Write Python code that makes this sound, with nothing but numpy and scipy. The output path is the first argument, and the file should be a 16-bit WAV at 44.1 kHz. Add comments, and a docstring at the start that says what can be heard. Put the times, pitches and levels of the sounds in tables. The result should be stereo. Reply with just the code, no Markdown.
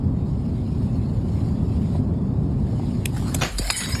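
"""Toy cannon and glass bottle

A toy brass cannon stands on a concrete floor outdoors, in a low rumble of wind or traffic.
A lighter snaps, the priming fizzes and spits, and the cannon fires with a crack and a low boom.
A glass bottle of water cracks and bursts; shards clink and water spatters over the ground."""
import sys
import numpy as np
from scipy import signal
from scipy.fft import rfft, irfft
from scipy.io import wavfile
from scipy.ndimage import uniform_filter1d

SR = 44100
rng = np.random.default_rng(int(sys.argv[2]) if len(sys.argv) > 2 else 0)


def to_wav(s):
    """Save 16-bit WAV."""
    ch = np.atleast_2d(s).T  # columns
    pcm = np.round(np.clip(ch, -1, 1) * 32767)  # PCM
    wavfile.write(sys.argv[1], SR, pcm.astype(np.int16))


N = 176400
T = np.arange(N) / SR
HIT_SAMPLES, LEAD_S = 16384, .03  # each one-shot peaks LEAD_S into its buffer
HIT_T = np.arange(HIT_SAMPLES) / SR - LEAD_S

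# Vent jet, two muzzle surges, crack of the ball, a reflection: peak_s, level_db, rise_s, t60_s
BLASTS = [(3.412, -22, .0015, .06), (3.4205, -13.5, .003, .024), (3.4255, -18, .001, .016),
          (3.4345, -11.5, .0008, .02), (3.449, -21, .0015, .1)]
# Modes of the brass barrel: pitch_hz, level_db, t60_s
BARREL_MODES = [(2476, -25, .16), (3535, -28, .12), (4720, -33, .1), (5845, -30, .08), (6580, -30, .13)]
# Glass cracking and landing: peak_s, body_db, ring_db, treble_db, rise_s, t60_s
CRACKS = [(3.5845, -33, -23, -26, .0008, .05), (3.589, -40, -31, -24, .002, .04),
          (3.62, -37, -39, -46, .002, .06), (3.672, -41, -35, -39, .006, .1),
          (3.7018, -13, -12.5, -23, .0006, .026), (3.7075, -24, -26, -17, .001, .022),
          (3.726, -48, -38, -28, .003, .05), (3.767, -44, -37, -26, .003, .14),
          (3.807, -29, -33, -35, .002, .11), (3.951, -24, -39, -42, .001, .04)]
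# Shards that ring out: peak_s, pitch_hz, level_db, t60_s
SHARDS = [(3.585, 4660, -32, .3), (3.585, 7745, -34, .12), (3.585, 9135, -33, .12), (3.665, 4270, -36, .2),
          (3.702, 3828, -36, .6), (3.704, 5000, -33, .3), (3.706, 4897, -32, .25), (3.74, 3016, -37, .35),
          (3.765, 9130, -27, .22), (3.765, 10950, -33, .22), (3.768, 8460, -33, .18), (3.77, 8095, -34, .2),
          (3.775, 10370, -33, .25), (3.772, 6720, -32, .4), (3.79, 1965, -36, .6), (3.8, 10165, -35, .2),
          (3.806, 6720, -32, .15), (3.838, 4657, -32, .2), (3.845, 3828, -33, .35), (3.875, 6720, -42, .4),
          (3.905, 7745, -40, .3), (3.925, 4998, -27, .18), (3.945, 5420, -33, .25), (3.952, 6720, -34, .2),
          (3.952, 4270, -39, .1)]
# Soft handling knocks and puffs of priming: peak_s, level_db, centre_hz, t60_s
KNOCKS = [(1.953, -27.5, 700, .055), (2.733, -33, 560, .03), (2.796, -30.5, 760, .05),
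          (2.835, -32.5, 850, .03)]
SPUTTERS = [(3.122, -37, 800, .03), (3.166, -34, 1350, .05), (3.225, -38.5, 850, .04),
            (3.262, -37.5, 800, .05), (3.345, -30, 700, .06)]

# Fader moves: time_s, level_db
BOOM_FADER = [(3.48, -45), (3.53, -30), (3.56, -20), (3.59, -26), (3.64, -21), (3.69, -25), (3.73, -42)]
SPLASH_FADER = [(3.48, -48), (3.57, -46), (3.6, -36), (3.64, -37), (3.72, -34), (3.76, -34), (3.82, -31.5),
                (3.88, -35.5), (4, -37)]
CRUMB_FADER = [(3.47, -49), (3.54, -50), (3.62, -44), (3.69, -41), (3.74, -38), (3.79, -33), (3.83, -37),
               (3.87, -46), (3.93, -42), (4, -44)]
FIZZ_FADER = [(3.12, -55), (3.15, -39.5), (3.21, -39.5), (3.32, -39.5), (3.40, -38), (3.46, -52)]
RUMBLE_FADER = [(0, 0), (.6, -1.5), (1.6, 1), (2.4, .5), (3.0, -1), (3.42, -2), (3.5, -19), (3.76, -15),
                (3.86, -5), (4, -4.5)]
HISS_FADER = [(0, -61), (.4, -57), (.85, -54), (1.2, -55), (1.4, -51), (1.65, -55), (1.97, -52),
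              (2.02, -59), (2.3, -61), (2.6, -57), (2.82, -51), (3.0, -52), (4, -55)]

# Tone colour of each layer: frequency_hz, relative_db
BLAST_EQ = [(40, 11), (110, 16), (250, 11), (600, 3), (1050, 5), (1700, -1), (2500, 1), (3600, -3),
            (4700, -7), (5300, -13), (5850, -6), (6300, -17), (6700, -4), (7150, -5), (7600, -22),
            (10500, -17), (13000, -19)]
TAIL_EQ = [(40, 6), (110, 7), (300, 3), (700, 5), (1300, 1), (2500, -1), (3100, -1), (3700, -5), (4700, -2),
           (5800, -15), (6900, -3), (7800, -24), (10500, -18), (13000, -21)]
GLASS_BODY_EQ = [(350, -14), (700, -8), (1100, -3), (1700, -2), (2250, 0), (2580, 0), (2850, -10),
                 (3400, -14)]
GLASS_RING_EQ = [(3300, -20), (3750, -4), (4000, -9), (4220, -1), (4450, -5), (4850, 1), (5150, -2),
                 (5500, -20)]
GLASS_TREBLE_EQ = [(5500, -40), (6400, -26), (6800, 3), (7500, 0), (8100, 1), (8900, -4), (10500, 0),
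                   (11200, -16), (11900, -20), (12400, -7), (13200, -13)]
SPLASH_EQ = [(200, -3), (600, 2), (1000, 0), (1400, 0), (2300, 4), (2850, -5), (3150, 0), (3450, -4),
             (4000, -2), (5300, -1), (5700, -23), (6400, -25), (7000, -11), (10500, -15), (11500, -25),
             (12400, -3), (13200, -8)]
SPLINTER_EQ = [(1200, -6), (2300, -1), (3000, -3), (4000, 2), (5300, 2), (5600, -28), (6500, -28),
               (6800, -4), (11000, -5)]
LIGHTER_EQ = [(400, -19), (1000, -13), (1700, -15), (2050, -5), (2300, 2.5), (2600, 6), (2950, -5),
              (3350, 3), (3800, -4), (4700, -7), (5200, -4), (6100, -13), (7000, -4), (8100, 1.5),
              (9000, -4), (11000, -3.5), (13500, -5)]
FIZZ_EQ = [(300, -3), (800, 9), (1250, 3), (1800, 1), (2800, -8), (3600, -4), (5000, -1), (5700, -12),
           (6300, -14), (7000, -2), (9000, -8), (11000, -9), (11700, -20), (12500, -10), (13200, -14)]
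SPIT_EQ = [(500, 0), (1200, -4), (1800, -8), (2640, -3), (3020, -11), (3500, 3), (4080, -12), (5500, -7),
           (6800, 2), (7800, 2), (9000, -4), (10500, 0), (13000, -6)]
RUMBLE_EQ = [(22, -24), (32, -17), (45, -8.5), (74, -.5), (110, 0), (160, -4), (260, -7), (310, -17),
             (370, -17), (470, -25), (750, -30), (1100, -36), (1500, -48), (2000, -54)]
HISS_EQ = [(400, -20), (1200, -2), (2000, 0), (3200, -2), (4300, 0), (5300, -1), (5800, -17), (6300, -18),
           (6700, -4), (8000, -8), (10700, -11), (11600, -22), (12400, -14), (13200, -18)]

# Stereo image of the shot, close sounds and open air (1 is mono): frequency_hz, correlation
SHOT_IMAGE = [(60, .97), (200, .75), (660, .1), (2200, .45), (5000, .6), (13000, .4)]
NEAR_IMAGE = [(200, .98), (1200, .93), (2200, .75), (5000, .6), (13000, .6)]
AIR_IMAGE = [(110, 1), (200, .993), (360, .95), (660, .72), (1200, .6), (2200, .7), (5000, .6),
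             (13000, .55)]


def cannon():
    """Ragged blasts and a pressure push ring the barrel and leave a short tail."""
    out = np.zeros((2, N))
    for peak_s, db, rise_s, t60_s in BLASTS:
        place(out, peak_s, burst(db, rise_s, t60_s, BLAST_EQ, SHOT_IMAGE))
    first_surge_s, second_surge_s = BLASTS[1][0], BLASTS[2][0]
    place(out, second_surge_s, burst(db=-23, rise_s=.006, t60_s=.4, eq=TAIL_EQ, image=SHOT_IMAGE))
    barrel = sum(ring(hz, db, t60_s, rise_s=.005) for hz, db, t60_s in BARREL_MODES)
    place(out, first_surge_s, barrel)
    push_start_s, push_width_s = 3.4262, .0028
    age = np.maximum(T - push_start_s, 0) / push_width_s
    push = amp(-9) * np.minimum(10 * age, 1) * (1 - age) * np.exp(-age)  # pressure, then suction
    lean_left = amp([[1], [-1]])
    return out * lean_left + push


def boom():
    """A sub tone swells after the shot; a thump dives in pitch over it."""
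    thump_s, top_hz, end_hz, fall_s, sub_hz = 3.594, 600, 60, .005, 47
    age_s = np.maximum(T - thump_s, 0)
    pitch_hz = end_hz + (top_hz - end_hz) * np.exp(-age_s / fall_s)
    envelope = np.minimum(age_s / .003, 1) * decay(age_s, t60_s=.1)
    thump = amp(-17) * envelope * np.sin(2 * np.pi * np.cumsum(pitch_hz * (age_s > 0)) / SR)
    sub = fader(BOOM_FADER) * np.sin(2 * np.pi * sub_hz * (T - thump_s))
    return thump + sub


def bottle():
    """The glass cracks, shards ring in beating pairs of modes, water and crumbs rain down."""
    water = fader(SPLASH_FADER) * shimmer(grains(SPLASH_EQ, NEAR_IMAGE), bands_db=5, flicker_db=1.2)
    crumbs = shimmer(grains(GLASS_TREBLE_EQ, NEAR_IMAGE), bands_db=7, flicker_db=1.5)
    out = water + fader(CRUMB_FADER) * crumbs
    for peak_s, *band_dbs, rise_s, t60_s in CRACKS:
        bands = zip(band_dbs, (GLASS_BODY_EQ, GLASS_RING_EQ, GLASS_TREBLE_EQ))
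        crack = sum(burst(db, rise_s, t60_s, eq, NEAR_IMAGE) for db, eq in bands)
        place(out, peak_s, yard(crack))
    beat_hz = 23
    for peak_s, hz, db, t60_s in SHARDS:
        place(out, peak_s, ring(hz, db, t60_s, rise_s=.003))
        place(out, peak_s, ring(hz + beat_hz, db - 11, t60_s, rise_s=.003))
    return out + splinters()


def splinters(count=90, low_hz=1500, top_hz=11000):
    """Tiny bits of glass land at random, each a brief note riding the splash fader."""
    out, splash_gain = np.zeros((2, N)), fader(SPLASH_FADER)
    for when, pitch, softness, length, left in rng.random((count, 5)):
        peak_s = np.interp(when, [0, 1], [SPLASH_FADER[0][0], T[-1]])
        hz = low_hz + (top_hz - low_hz) * pitch
        db = -5.5 + curve_at(SPLINTER_EQ, hz) - 2.5 * np.log(.05 + softness)
        note = ring(hz, db, t60_s=.11 * (.5 + length), rise_s=.0003)
        pan = np.sqrt(.5 + np.array([[left], [1 - left]]))
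        place(out, peak_s, splash_gain[int(peak_s * SR)] * note * pan)
    return out


def ignition():
    """Soft knocks, the snap of the lighter, then priming that fizzes, sputters and spits."""
    out = fader(FIZZ_FADER) * shimmer(grains(FIZZ_EQ, AIR_IMAGE), bands_db=4.5, flicker_db=2)
    for peak_s, db, centre_hz, t60_s in KNOCKS + SPUTTERS:
        eq = bell_eq(centre_hz, octaves=.33)
        place(out, peak_s, burst(db, rise_s=.0015, t60_s=t60_s, eq=eq, image=AIR_IMAGE))
    snap = burst(db=-11.8, rise_s=.0012, t60_s=.009, eq=LIGHTER_EQ, image=NEAR_IMAGE)
    place(out, peak_s=3.0583, sound=yard(snap))
    spit = burst(db=-17.5, rise_s=.002, t60_s=.03, eq=SPIT_EQ, image=NEAR_IMAGE)
    place(out, peak_s=3.3472, sound=yard(spit))
    return out


def yard(hit, wet_db=-16, t60_s=.16):
    """Floor and walls scatter short reflections behind a hit."""
    t = T[:HIT_SAMPLES]
    tail = rng.standard_normal((2, HIT_SAMPLES)) * (t > .002) * decay(t, t60_s)
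    wet = signal.fftconvolve(hit, tail / np.linalg.norm(tail[0]), axes=1)
    return hit + amp(wet_db) * wet[:, :HIT_SAMPLES]


def outdoor_air():
    """A bed of wind or traffic rumble that dips after the shot, and a faint drifting hiss."""
    hiss = shimmer(noise(HISS_EQ, AIR_IMAGE, size=N), bands_db=3, flicker_db=1)
    rumble = amp(-21.5) * noise(RUMBLE_EQ, AIR_IMAGE, size=N)
    return fader(RUMBLE_FADER) * rumble + fader(HISS_FADER) * hiss


def burst(db, rise_s, t60_s, eq, image):
    """A short puff of noise."""
    return amp(db) * strike(rise_s, t60_s) * noise(eq, image)


def ring(hz, db, t60_s, rise_s):
    """One dying mode, reaching the two sides slightly out of step."""
    phase = 2 * np.pi * rng.random() + np.array([[0], [rng.uniform(-1, 1)]])
    return amp(db) * strike(rise_s, t60_s) * np.sin(2 * np.pi * hz * HIT_T + phase)


def grains(eq, image, ticks_per_s=2500, spread_db=3.5, wash=.6):
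    """Dense tiny ticks of uneven size over a wash of noise."""
    ticks = (rng.random((2, N)) < ticks_per_s / SR) * rng.choice([-1, 1], (2, N))
    sizes = amp(spread_db * np.minimum(rng.exponential(1, (2, N)), 4))
    return tint(unit_rms(ticks * sizes) + wash * rng.standard_normal((2, N)), eq, image)


def noise(eq, image, size=HIT_SAMPLES):
    """Smooth stereo noise."""
    return tint(rng.standard_normal((2, size)), eq, image)


def shimmer(x, bands_db, flicker_db):
    """Lets narrow bands come and go, and the whole sound flicker."""
    spectrum = signal.stft(x, nperseg=512)[2]
    patches = uniform_filter1d(rng.standard_normal(spectrum.shape[1:]), size=3, axis=0)
    patches = unit_rms(uniform_filter1d(patches, size=9, axis=1))
    flicker = unit_rms(uniform_filter1d(rng.standard_normal(spectrum.shape[2]), size=3))
    gain = amp(bands_db * patches + flicker_db * flicker)
    return unit_rms(signal.istft(spectrum * gain, nperseg=512)[1][:, :N])


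def tint(pair, eq, image):
    """Blends two unrelated signals as mid and side, then applies the EQ."""
    hz = np.fft.rfftfreq(pair.shape[1], 1 / SR)
    correlation = np.clip(curve_at(image, hz), -1, 1)
    mid, side = rfft(pair) * np.sqrt([1 + correlation, 1 - correlation])
    roll_off = np.minimum(hz / eq[0][0], 1) ** 2 / np.maximum(hz / eq[-1][0], 1) ** 3
    return unit_rms(irfft(np.array([mid + side, mid - side]) * amp(curve_at(eq, hz)) * roll_off))


def bell_eq(hz, octaves):
    """A bell around hz, 4 dB down at the given distance on either side."""
    return [(hz * 2 ** (k * octaves / 2), -k * k) for k in range(-5, 6)]


def curve_at(points, hz):
    """Reads a curve on a log-frequency axis."""
    point_hz, values = np.transpose(points)
    return np.interp(np.log(hz + 1), np.log(point_hz + 1), values)


def fader(points):
    """Gain over time, fading to silence just outside the first and last points."""
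    time_s, db = np.transpose(points)
    fade_in = np.clip((T - time_s[0] + .05) / .02, 0, 1)
    fade_out = np.clip((time_s[-1] + .06 - T) / .02, 0, 1)
    return amp(np.interp(T, time_s, db)) * fade_in * fade_out


def strike(rise_s, t60_s):
    """A one-shot envelope: fast exponential attack, then decay."""
    return np.exp(np.minimum(HIT_T / rise_s, -HIT_T * np.log(1000) / t60_s).clip(-60, 0))


def decay(age_s, t60_s):
    """Falls 60 dB every t60_s."""
    return np.exp(-np.log(1000) * age_s / t60_s)


def place(mix, peak_s, sound):
    """Mixes in a one-shot so that its envelope peaks at peak_s."""
    slot = mix[:, round((peak_s - LEAD_S) * SR):][:, :HIT_SAMPLES]
    slot += sound[..., :slot.shape[1]]


def amp(db):
    """Decibels to gain."""
    return 10 ** (np.asarray(db) / 20)


def unit_rms(x):
    """Scales to rms 1."""
    return x / np.sqrt(np.mean(x ** 2) + 1e-20)


def scene():
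    """Over the outdoor bed, the cannon is lit and fires, and the bottle bursts."""
    return outdoor_air() + ignition() + cannon() + boom() + bottle()


def record(dry):
    """Soft clipping rounds the highest peaks; a steep low-pass trims the top."""
    ceiling, cutoff_hz = amp(-2), 13300
    rounded = ceiling * np.tanh(dry / ceiling)
    low_pass = signal.firwin(301, cutoff_hz, window=("kaiser", 8), fs=SR)
    return signal.oaconvolve(rounded, low_pass[None], "same")


dry = scene()
out = record(dry)
to_wav(out)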